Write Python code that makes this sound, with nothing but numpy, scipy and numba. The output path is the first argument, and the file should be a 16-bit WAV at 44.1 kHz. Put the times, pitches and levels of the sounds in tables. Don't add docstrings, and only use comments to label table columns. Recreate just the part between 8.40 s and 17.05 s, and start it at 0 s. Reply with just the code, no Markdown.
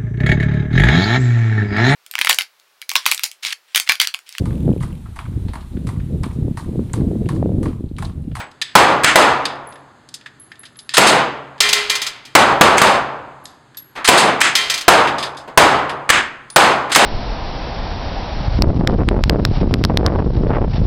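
import sys
import numpy as np
from scipy import signal
from scipy.fft import rfft, irfft, next_fast_len
from scipy.io import wavfile
from numba import njit

SR = 44100
rng = np.random.default_rng(int(sys.argv[2]) if len(sys.argv) > 2 else 0)


def dump_mix(stems):
    frames = np.atleast_2d(stems).T
    limited = np.clip(frames, -1, 1)
    pcm = np.round(limited * 32767).astype(np.int16)
    wavfile.write(sys.argv[1], SR, pcm)


N = 381465

# start_s, level_db, blast_re_level_db, tilt_db_per_octave
SUBMACHINE_SHOTS = [(2.5794, -4, 16, 0.5), (5.6863, -5, 18.5, 0), (8.559, -5, 17, 0.4)]
PISTOL_SHOTS = [(.3532, -3.5, 18.5, 0.63), (.757, -6, 11.5, 1.17), (3.952, -4.5, 19.5, 0.56),
                (4.2105, -5.5, 17.5, 0.45), (4.4165, -9, 11, 1), (6.481, -4.5, 19.5, 1.05),
                (7.175, -3.5, 16, 1.03), (8.161, -5, 14, 1.44)]
SMALL_BORE_SHOTS = [(.6352, -14, -0.5, -5), (4.372, -22.5, 2.5, -4), (6.005, -14.5, -2.5, -4),
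                    (7.692, -11.5, 2, -5.5)]
# after_shot_s, level_db, t60_s
BOLT_CYCLE = [(-.042, -14.5, 0.14), (-.011, -1, .05), (.088, -0.5, .2)]
# start_s, level_db, lowest_mode_db, first_flight_s, rebound_count
BOOTH_STRIKES = [(3.204, 2.5, -1.5, .084, 1), (3.3285, -0.5, 2, 0, 0), (3.497, -6, -8.5, .055, 1),
                 (3.616, -12.5, -1.5, .049, 1), (3.851, -32, 4, 0, 0), (6.1524, -0.5, -9, 0, 0),
                 (6.298, -7.5, -12.5, .041, 3)]
# start_s, level_db, centre_hz, t60_s
HANDLING_CLICKS = [(0.2155, -9.5, 3345, 0.06), (.2203, -9, 3440, 0.039), (1.054, -6, 3300, 0.048),
                   (1.357, -33.5, 1700, .04), (1.689, -29, 5300, 0.027), (1.741, -19, 5900, 0.073),
                   (1.86, -28, 1810, 0.096), (2.1178, -29, 1860, 0.044), (2.2336, -32.5, 1810, 0.065),
                   (2.2538, -33, 3460, 0.11), (2.39, -28, 4720, .063), (2.4927, -10, 3260, 0.01),
                   (5.0554, -19.5, 5460, 0.015), (5.371, -27.5, 5300, 0.099), (6.673, -14.5, 2230, 0.15),
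                   (6.783, -19.5, 3700, 0.24), (6.8265, -15, 3330, 0.18), (6.97, -29, 4400, 0.18),
                   (7.4946, -18.5, 2340, 0.11), (8.1016, -23.5, 5300, 0.028)]
# start_s, level_db, centre_hz, rise_s
SCRAPES_AND_THUD = [(.001, -25.5, 1300, 0.00024), (5.552, -13, 1500, 0.054), (7.074, -27.5, 694, 0.0061),
                    (8.494, -20, 1510, 0.011)]
# start_s, level_db, pitch_hz, first_flight_s, rebound_count
FLOOR_LANDINGS = [(.003, -47.5, 7900, .232, 1), (1.272, -43, 10780, 0, 0), (1.999, -41, 10910, .195, 2),
                  (5.04, -52, 11250, 0, 0), (5.371, -34, 11460, 0, 0), (7.492, -56, 9600, 0, 0),
                  (8.102, -36, 9720, 0, 0)]
# frequency_hz, relative_db
SUBMACHINE_SPECTRUM = [(25, -43.5), (90, -29), (135, -11), (190, -9), (300, -6), (800, -1.5), (1500, -6),
                       (3000, -9.5), (5000, -15), (8500, -16.5), (16000, -36)]
PISTOL_SPECTRUM = [(25, -30.5), (90, -14.5), (135, -12.5), (190, -8.5), (400, -4.5), (800, -0.5),
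                   (1250, -2.5), (1800, -8), (3700, -15.5), (5200, -20), (8000, -22.5), (11000, -29.5),
                   (16000, -40)]
SMALL_BORE_SPECTRUM = [(40, -54.5), (200, -30), (290, -23.5), (520, -23), (750, -16.5), (1700, 0),
                       (3300, -1.5), (4200, -6), (8000, 0.5), (16000, -23.5)]
BOLT_SPECTRUM = [(100, -29.5), (500, -20), (1300, -0.5), (2300, -2.5), (4000, -1), (6000, -6.5),
                 (9000, -7.5), (16000, -41.5)]
VENT_SPECTRUM = [(15, -51), (25, -26.5), (135, 1.5), (191, -6.5), (264, -1), (529, -13), (1670, -10),
                 (2370, -20.5), (4620, -21), (5720, -35), (6540, -22.5), (10900, -38.5), (15000, -55)]
# pitch_hz, relative_db, t60_s
PANEL_MODES = [(415, -9, 0.72), (1060, -5.5, 0.5), (1336, 2.5, 0.26), (1427, -13, 0.41), (1696, -22, .45),
               (1820, 5, 0.24), (1930, 3.5, 0.26), (2060, 2.5, 0.39), (2300, -3, .3), (2400, 6, 0.31),
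               (2510, -29, .4), (2780, -14.5, .35), (3170, 6, 0.34), (2900, -17, .35), (3320, -15, 0.31),
               (3260, -27, .35), (3520, -29, .4), (3680, -12.5, .4), (4010, -15, 0.5), (4603, -18, .4),
               (5970, -16.5, .45), (6500, -16.5, .5)]
# centre_hz, width_hz, gain_db
GUN_RESONANCES = [(1780, 120, 10.5), (3580, 480, 1.5), (4850, 390, 1.5)]
# pitch_hz, relative_db, t60_s
ROOM_MODES = [(79.6, -5.5, 1.1), (137.4, 0, 1.51), (288, 1.5, 1.19)]
# frequency_hz, t60_s
HALL_DECAY = [(50, 1.8), (135, 1), (350, 0.98), (1000, 1.054), (2400, 0.75), (4500, 0.54), (8000, 0.38),
              (16000, 0.098)]
# centre_hz, width_hz, depth_fraction
MIC_DIPS = [(5696, 500, 0.9), (6840, 250, 0.6)]


def gunfire(shots, spectrum, blast_t60_s, wall_s, wall_db, swell_db, swell_s, stretch,
            boom_db, push_db, push_s=0.001):
    track, blast_t = np.zeros(N), seconds(.2)
    for start_s, db, blast_db, tilt_db in shots:
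        tilted = [(hz, band_db + tilt_db * np.log2(hz / 1000)) for hz, band_db in spectrum]
        tail = reverberation(tilted, stretch)
        t = np.arange(len(tail)) / SR
        swell = (t / swell_s) ** 2 * np.exp(2 * (1 - t / swell_s))
        add(track, start_s, undb(db) * tail * (1 + undb(swell_db) * swell))
        boom = sum(undb(mode_db) * np.sin(2 * np.pi * (hz + 2 * rng.standard_normal()) * t) * fade(t, t60)
                   for hz, mode_db, t60 in ROOM_MODES)
        add(track, start_s, undb(db + boom_db) * boom)
        push = undb(push_db) * (1 - blast_t / push_s) * np.exp(-blast_t / push_s)
        burst = noise(tilted, len(blast_t)) * fade(blast_t, blast_t60_s)
        blast = undb(db + blast_db) * (burst + push)
        add(track, start_s, blast)
        add(track, start_s + wall_s, undb(wall_db) * blast)
    return track


def bolt(rise_s=0.0037, room_db=-17):
    track, t = np.zeros(N), seconds(.3)
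    for shot_s, *_ in SUBMACHINE_SHOTS:
        for after_s, db, t60 in BOLT_CYCLE:
            slide = 2 * (1 - np.exp(-t / rise_s)) * fade(t, t60)
            add(track, shot_s + after_s, undb(db) * slide * noise(BOLT_SPECTRUM, len(t)))
            tail = reverberation(BOLT_SPECTRUM, stretch=1.0, size=32000)
            add(track, shot_s + after_s, undb(db + room_db) * tail)
    return track


def booth_hits(strike_ring_db=-10, rebound_ring_db=-31, loss_db=3.5):
    for start_s, db, lowest_db, flight_s, count in BOOTH_STRIKES:
        yield start_s, db, strike_ring_db, lowest_db
        first_rebound_db = -9.5 + 0.37 * db
        for k, rebound_s in enumerate(bounces(start_s, flight_s, count)[1:]):
            yield rebound_s, first_rebound_db - loss_db * k, rebound_ring_db, lowest_db


def booth_clangs(crack_hz=4640, crack_t60_s=0.1, contact_s=0.0017,
                 modes_db=-7.5, clash_db=-1, bloom_s=0.025):
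    track, t = np.zeros(N), np.arange(32000) / SR
    hz, mode_db, t60 = np.transpose(PANEL_MODES)[:, :, None]
    modes = undb(mode_db) * np.exp(2j * np.pi * hz * t) * fade(t, t60)
    for start_s, db, ring_db, lowest_db in booth_hits():
        phases = np.exp(2j * np.pi * rng.random(len(modes)))
        excitation = phases * undb(2 * rng.standard_normal(len(modes)))
        excitation[0] *= undb(lowest_db)
        tones = undb(modes_db) * (excitation @ modes).imag
        clash = reverberation(impact_spectrum(crack_hz * 0.86, -4.5, -9.5), stretch=0.89, size=len(t))
        ring = (tones + undb(clash_db) * clash) * (1 - np.exp(-t / bloom_s))
        crack_envelope = fade(t, crack_t60_s) * (1 - np.exp(-t / contact_s))
        crack = noise(impact_spectrum(crack_hz, -5, -16), len(t)) * crack_envelope
        add(track, start_s, undb(db) * (crack + undb(ring_db) * ring))
    return track


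def faint_clicks(per_s=3.5, level_db=-37.5, spread_db=4, centre_hz=2800, t60_s=.04):
    draws = rng.random((int(per_s * N / SR), 3))
    return [(when * N / SR, level_db + spread_db * (2 * force - 1), centre_hz * 2 ** (pitch - .5), t60_s)
            for when, force, pitch in draws]


def handling(room_db=-19, cutoff_hz=10500):
    clicks, t = np.zeros(N), seconds(.2)
    for start_s, db, hz, t60 in HANDLING_CLICKS + faint_clicks():
        click = noise(impact_spectrum(hz, -10.5, -9.5), len(t)) * fade(t, t60)
        add(clicks, start_s, undb(db - 1) * click)
        tail = reverberation(impact_spectrum(hz, -9, -9), stretch=.65, size=24000)
        add(clicks, start_s, undb(db + room_db) * tail)
    ringing = sum(undb(db) * resonator(clicks, hz, width_hz) for hz, width_hz, db in GUN_RESONANCES)
    lowpass = signal.butter(4, cutoff_hz, fs=SR, output="sos")
    return signal.sosfilt(lowpass, (clicks + ringing) / 2)


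def scrapes_and_thud():
    track, t = np.zeros(N), np.arange(32000) / SR
    for start_s, db, hz, rise_s in SCRAPES_AND_THUD:
        tail = reverberation(impact_spectrum(hz, -3.5, -8), stretch=0.33, size=len(t))
        add(track, start_s, undb(db) * tail * (1 - np.exp(-t / rise_s)))
    return track


def floor_tinkles(t60_s=0.28, mean_split_hz=70, twin_db=-3, scatter_db=-2, loss_db=0.5):
    track, t = np.zeros(N), seconds(0.38)
    for start_s, db, hz, flight_s, count in FLOOR_LANDINGS:
        twin_hz = hz + mean_split_hz * (.5 + rng.random())
        pair = np.sin(2 * np.pi * hz * t) + undb(twin_db) * np.sin(2 * np.pi * twin_hz * t)
        for k, landing_s in enumerate(bounces(start_s, flight_s, count)):
            scatter = noise([(hz * .93, -70), (hz, 0), (hz * 1.07, -70)], len(t))
            ring = (pair + undb(scatter_db) * scatter) * fade(t, t60_s)
            add(track, landing_s, undb(db - loss_db * k) * ring)
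    return track


def ventilation(air_db=-51.5, hum_hz=134.0, hum_db=-61):
    air = noise(VENT_SPECTRUM, next_fast_len(N))[:N]
    hum = np.sin(2 * np.pi * hum_hz * np.arange(N) / SR)
    return undb(air_db) * air + undb(hum_db) * hum


def reverberation(spectrum, stretch, size=72000):
    t, hz = np.arange(size) / SR, np.fft.rfftfreq(size, 1 / SR)
    bins, tail = rfft(noise(spectrum, size)), 0
    octave = np.log2(np.clip(hz, 32, 16384))
    for k in range(5, 15):
        band = irfft(bins * np.maximum(1 - abs(octave - k), 0), size)
        tail = tail + band * fade(t, stretch * lookup(HALL_DECAY, 2. ** k))
    return tail


def bounces(start_s, flight_s, count, restitution=.9):
    return start_s + np.append(0, np.cumsum(flight_s * restitution ** np.arange(count)))


def impact_spectrum(hz, below_db, above_db):
    return [(hz / 32, 5 * below_db), (hz / 1.3, 0), (hz * 1.2, 0), (hz * 16, 4 * above_db)]


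def noise(spectrum, size):
    gains = undb(lookup(spectrum, np.fft.rfftfreq(size, 1 / SR)))
    shaped = irfft(rfft(rng.standard_normal(size)) * gains, size)
    return shaped / shaped.std()


def resonator(sound, hz, width_hz):
    return signal.lfilter(*signal.iirpeak(hz, hz / width_hz, fs=SR), sound)


def lookup(rows, hz):
    points_hz, values = np.transpose(rows)
    return np.interp(np.log(hz + 1), np.log(points_hz), values)


def fade(t, t60):
    return np.exp(-np.log(1000) * t / t60)


def add(track, start_s, sound):
    start = max(int(start_s * SR), 0)
    part = sound[:max(N - start, 0)]
    track[start:start + len(part)] += part


def undb(db):
    return 10 ** (np.asarray(db) / 20)


def seconds(length_s):
    return np.arange(int(length_s * SR)) / SR


@njit
def gain_reduction(over_db, droop_db, attack_db, release_db):
    cut_db, peak, held = np.empty(len(over_db)), 0., 0.
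    for i in range(len(over_db)):
        peak = max(over_db[i], peak - droop_db)
        held = max(min(peak, held + attack_db), held - release_db, 0.)
        cut_db[i] = held
    return cut_db


def scene():
    submachine = gunfire(SUBMACHINE_SHOTS, SUBMACHINE_SPECTRUM, blast_t60_s=0.094,
                         wall_s=0.0029, wall_db=-31, swell_db=10, swell_s=0.098, stretch=1.0,
                         boom_db=-20.5, push_db=-18)
    pistols = gunfire(PISTOL_SHOTS, PISTOL_SPECTRUM, blast_t60_s=0.079,
                      wall_s=0.006, wall_db=-7.5, swell_db=12, swell_s=0.051, stretch=1.07,
                      boom_db=-22, push_db=0, push_s=0.00072)
    small_bore = gunfire(SMALL_BORE_SHOTS, SMALL_BORE_SPECTRUM, blast_t60_s=0.045,
                         wall_s=.0095, wall_db=17.5, swell_db=7.5, swell_s=0.052, stretch=0.82,
                         boom_db=-40, push_db=-15.5)
    foreground = submachine + pistols + small_bore + bolt() + booth_clangs()
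    return (foreground + handling() + scrapes_and_thud() + floor_tinkles() + ventilation())[None]


def record(dry, headroom_db=10, threshold=.78,
           droop_db_per_s=500, attack_db_per_s=750, release_db_per_s=150, cutoff_hz=16000):
    sound = dry[0]
    for hz, width_hz, depth in MIC_DIPS:
        sound = sound - depth * resonator(sound, hz, width_hz)
    saturated = undb(headroom_db) * np.tanh(sound / undb(headroom_db))
    over_db = 20 * np.log10(abs(saturated) / threshold + 1e-9)
    cut_db = gain_reduction(over_db, droop_db_per_s / SR, attack_db_per_s / SR, release_db_per_s / SR)
    limited = np.clip(saturated * undb(-cut_db), -1, 1)
    lowpass = signal.ellip(8, .2, 60, cutoff_hz, fs=SR, output="sos")
    return signal.sosfilt(lowpass, limited)[None]


dry = scene()
out = record(dry)
dump_mix(out)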